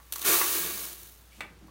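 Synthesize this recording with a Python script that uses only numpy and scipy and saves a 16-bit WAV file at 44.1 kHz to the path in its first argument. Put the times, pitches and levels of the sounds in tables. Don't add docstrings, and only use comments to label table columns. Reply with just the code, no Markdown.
import sys
import numpy as np
from scipy import signal
from scipy.fft import rfft, irfft
from scipy.io import wavfile

SR = 44100
rng = np.random.default_rng(int(sys.argv[2]) if len(sys.argv) > 2 else 0)


def int16_out(signal):
    q = np.round(np.clip(np.atleast_2d(signal).T, -1, 1) * 32767)
    wavfile.write(sys.argv[1], SR, q.astype(np.int16))


N = 74970


def amp(db):
    return 10 ** (np.asarray(db) / 20)


def times():
    return np.arange(N) / SR


def unit(response):
    return response / np.sqrt(np.sum(response ** 2))


def through(x, response):
    return signal.fftconvolve(x, response)[:N]


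def highpass(x, hz, order):
    return signal.sosfilt(signal.butter(order, hz, "high", fs=SR, output="sos"), x)


def colour(points, size=8192):
    hz, db = np.array(points, float).T
    bins_hz = np.maximum(np.arange(size // 2 + 1) * SR / size, 1)
    gain = amp(np.interp(np.log(bins_hz), np.log(hz), db))
    cepstrum = irfft(np.log(gain))
    cepstrum[1:size // 2] *= 2
    cepstrum[size // 2 + 1:] = 0
    return unit(irfft(np.exp(rfft(cepstrum))))


def curve(points):
    return amp(np.interp(times(), *np.array(points).T))


def fade(t60_s):
    return np.exp(-np.log(1000) * times() / t60_s)


def swell(centre_s, half_width_s):
    return np.exp(-((times() - centre_s) / half_width_s) ** 2)


def burst(start_s, db, decay_s):
    age_s = times() - start_s
    envelope = amp(db) * (age_s >= 0) * np.exp(-np.abs(age_s) / decay_s)
    return envelope * rng.choice([-1, 1], N)


def resonance(hz, width_hz):
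    return width_hz * np.exp(-np.pi * width_hz * times()) * np.cos(2 * np.pi * hz * times())


def ring(modes):
    return sum(amp(db) * fade(t60_s) * np.sin(2 * np.pi * hz * times()) for hz, db, t60_s in modes)


def room(x, wet_db, split_hz=3000, delay_s=0.00502):
    low = signal.sosfilt(signal.butter(2, split_hz, fs=SR, output="sos"), rng.standard_normal(N))
    high = highpass(rng.standard_normal(N), split_hz, order=2)
    tail = (low * fade(t60_s=0.31) + high * fade(t60_s=0.12)) * (times() > delay_s)
    return x + amp(wet_db) * through(x, unit(tail))


# f/Hz, level/dB
AIR_SPECTRUM = [(25, -1), (38, -26), (50, -5.5), (90, -1), (200, -8), (500, -13.5), (1500, -15),
                (4000, -19), (8000, -24), (15500, -28.5)]
def background(hum_hz=58.4, hum_rms_db=-57.5, air_db=-60.5):
    hum = np.sqrt(2) * amp(hum_rms_db) * np.sin(2 * np.pi * hum_hz * times())
    air = through(rng.standard_normal(N), colour(AIR_SPECTRUM))
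    return hum + amp(air_db) * highpass(air, hz=40, order=4)


# f/Hz, level/dB
SLIDE_SPECTRUM = [(500, -25), (1500, -8), (2800, 1.5), (5000, -3), (9000, -3), (15000, -9)]
# t/s, level/dB, half-width/s
PRESSES = [(1.388, -53.5, 0.01), (1.447, -57.5, 0.043), (1.521, -56.5, 0.022), (1.576, -58, 0.016),
           (1.621, -54, 0.011), (1.648, -53, 0.02), (1.69, -61, 0.02)]
# f/Hz, level/dB
THUD_SPECTRUM = [(40, -13), (80, 3.5), (180, 1.5), (320, -1), (500, -11), (1500, -16.5), (5000, -65)]
def hands():
    catch = burst(start_s=1.317, db=-62, decay_s=0.023)
    rub = through(catch, unit(resonance(hz=2280, width_hz=200)))
    friction = amp(-59) * swell(centre_s=1.375, half_width_s=0.085) * rng.standard_normal(N)
    slide = through(friction, colour(SLIDE_SPECTRUM))
    pressure = sum(amp(db) * swell(t_s, half_width_s) for t_s, db, half_width_s in PRESSES)
    thuds = through(pressure * rng.standard_normal(N), colour(THUD_SPECTRUM))
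    return room(rub + slide + thuds, wet_db=-8)


# t/s, level/dB
KNOCK_BLOWS = [(1.4065, -27.5), (1.4087, -32.5), (1.4096, -36), (1.418, -43)]
# f/Hz, level/dB
CLACK_SPECTRUM = [(150, -18), (330, -21), (480, -5.5), (700, -7), (900, 2.5), (1500, -4.5), (2000, 2.5),
                  (2900, -1), (3700, -5.5), (5000, -17.5), (8500, -20), (10500, -26.5), (15000, -25)]
# f/Hz, level/dB, T60/s
PLASTIC_MODES = [(898, 4, 0.2), (1006, -3, .12), (1362, -2, .16), (1600, -7, .26), (1775, -2, 0.34),
                 (2210, -7, .09), (2560, -7, .09), (3590, 1, 0.045)]
def knock(ring_db=-10):
    blows = sum(burst(t_s, db, decay_s=0.0031) for t_s, db in KNOCK_BLOWS)
    clack = through(blows, colour(CLACK_SPECTRUM))
    ringing = through(blows, unit(ring(PLASTIC_MODES)))
    return room(clack + amp(ring_db) * ringing, wet_db=-6)


# t/s, level/dB, contact sigma/s
RIM_CONTACTS = [(.001, -42.5, 0.00012), (0.16, -31.5, 0.00012), (0.225, -37, 0.000035),
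                (0.4089, -28, 0.000057), (0.4149, -19.5, 0.000023), (0.425, -31, 0.000042),
                (.438, -22, 0.00021), (1.683, -40, 0.00017)]
# f/Hz, level/dB, T60/s
RIM_MODES = [(1016, -26, 0.032), (1162, -4, 0.048), (1468, -5, 0.018), (1800, -5.5, .016),
             (2014, -4, 0.021), (2550, -4.5, .012)]
def rim_bumps(highpass_hz=714):
    pushes = [(swell(t_s, np.sqrt(2) * sigma_s), db) for t_s, db, sigma_s in RIM_CONTACTS]
    force = sum(amp(db) * push / push.sum() for push, db in pushes)
    ringing = through(force, ring(RIM_MODES))
    return room(highpass(ringing, highpass_hz, order=2), wet_db=-6)


# t/s, level/dB
STREAM_FLOW = [(0, -60.5), (.11, -60.5), (.14, -45), (0.237, -40), (0.249, -26.5), (0.279, -21), (.35, -22),
               (0.461, -27.5), (.56, -28), (0.649, -31), (.73, -35), (.85, -36), (.96, -46.5), (1.07, -50),
               (1.2, -60), (1.33, -66), (1.45, -74)]
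def grains(full_rate_per_s=11000, full_flow_db=-22.5, spread_db=2):
    flow = curve(STREAM_FLOW)
    rate_per_s = full_rate_per_s * np.sqrt(flow / amp(full_flow_db))
    chance = np.minimum(rate_per_s / SR, 1)
    sizes = amp(spread_db * np.clip(rng.standard_normal(N), -2, 2)) * rng.choice([-1, 1], N)
    lands = rng.random(N) < chance
    return flow * lands * sizes / np.std(sizes) / np.sqrt(chance)


def wall_echoes(impacts, spots=16, t60_s=0.023, echo_db=2):
    spot = rng.integers(spots, size=N)
    direct = times() == 0
    echoed = np.zeros(N)
    for k in range(spots):
        echoes = amp(echo_db) * unit(rng.standard_normal(N) * fade(t60_s))
        echoed += through(impacts * (spot == k), unit(direct + echoes))
    return echoed


# t/s, level/dB
BOOM_GAIN = [(.29, -27), (.44, -39), (.55, -31), (.65, -20.5), (.75, -21.5), (.87, -25), (1.1, -23.5)]
def boom(stream):
    return through(stream * curve(BOOM_GAIN), unit(resonance(hz=180, width_hz=41)))


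# f/Hz, width/Hz, level/dB
PANEL_MODES = [(351.4, 25.4, 7), (381, 37, 0), (423, 30, -1), (517, 26, -8), (648, 74, -9), (1144, 44, 3),
               (1366, 235, -4.5), (1633, 23, 1.5), (1797, 140, -7.5), (2227, 128, -2)]
# t/s, level/dB
DRUMMING_GAIN = [(.12, -11.5), (.22, -10.5), (.27, -8), (.35, -8.5), (.38, -13.5), (.52, -13.5), (.57, -8),
                 (.6, -16.5), (.65, -7.5), (.72, -10), (.76, -12.5), (1.1, -15)]
def drumming(highpass_hz=288):
    modes = sum(amp(db) * resonance(hz, width_hz) for hz, width_hz, db in PANEL_MODES)
    panels = unit(highpass(modes, highpass_hz, order=4))
    return through(grains() * curve(DRUMMING_GAIN), panels)


# t/s, level/dB, decay/s
CLUMP_HITS = [(0.1237, -20.5, 0.0014), (0.1275, -22.5, 0.00085), (0.1352, -26.5, 0.0036),
              (.158, -26, 0.0039), (0.1827, -25.5, 0.0008), (0.1934, -30, 0.0022), (0.213, -30, 0.0014),
              (0.2171, -23.5, 0.0017), (0.226, -28, 0.0028), (0.929, -33, 0.0022), (1.032, -36.5, 0.0011),
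              (1.571, -61, 0.0018), (1.671, -56, 0.0017)]
# f/Hz, level/dB
CLICK_SPECTRUM = [(100, -23), (300, -21), (600, -10), (800, -12.5), (1200, -9.5), (2300, -11.5),
                  (3000, -7.5), (4300, -5), (5000, -9), (6500, -3.5), (7700, -7), (9500, -2), (10300, -5.5),
                  (11500, -1), (13200, -4), (15200, 0.5)]
def clicks(stream):
    clumps = sum(burst(*hit) for hit in CLUMP_HITS)
    clumps = highpass(clumps, hz=1450, order=2)
    return through(wall_echoes(stream + clumps), colour(CLICK_SPECTRUM))


def rice(click_db=2.5):
    stream = grains()
    return room(amp(click_db) * clicks(stream) + drumming() + boom(stream), wet_db=-12.5)


def scene():
    return np.tile(rice() + rim_bumps() + knock() + hands() + background(), (2, 1))


def record(dry, cutoff_hz=15780):
    return signal.sosfilt(signal.ellip(12, .1, 80, cutoff_hz, fs=SR, output="sos"), dry)


dry = scene()
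out = record(dry)
int16_out(out)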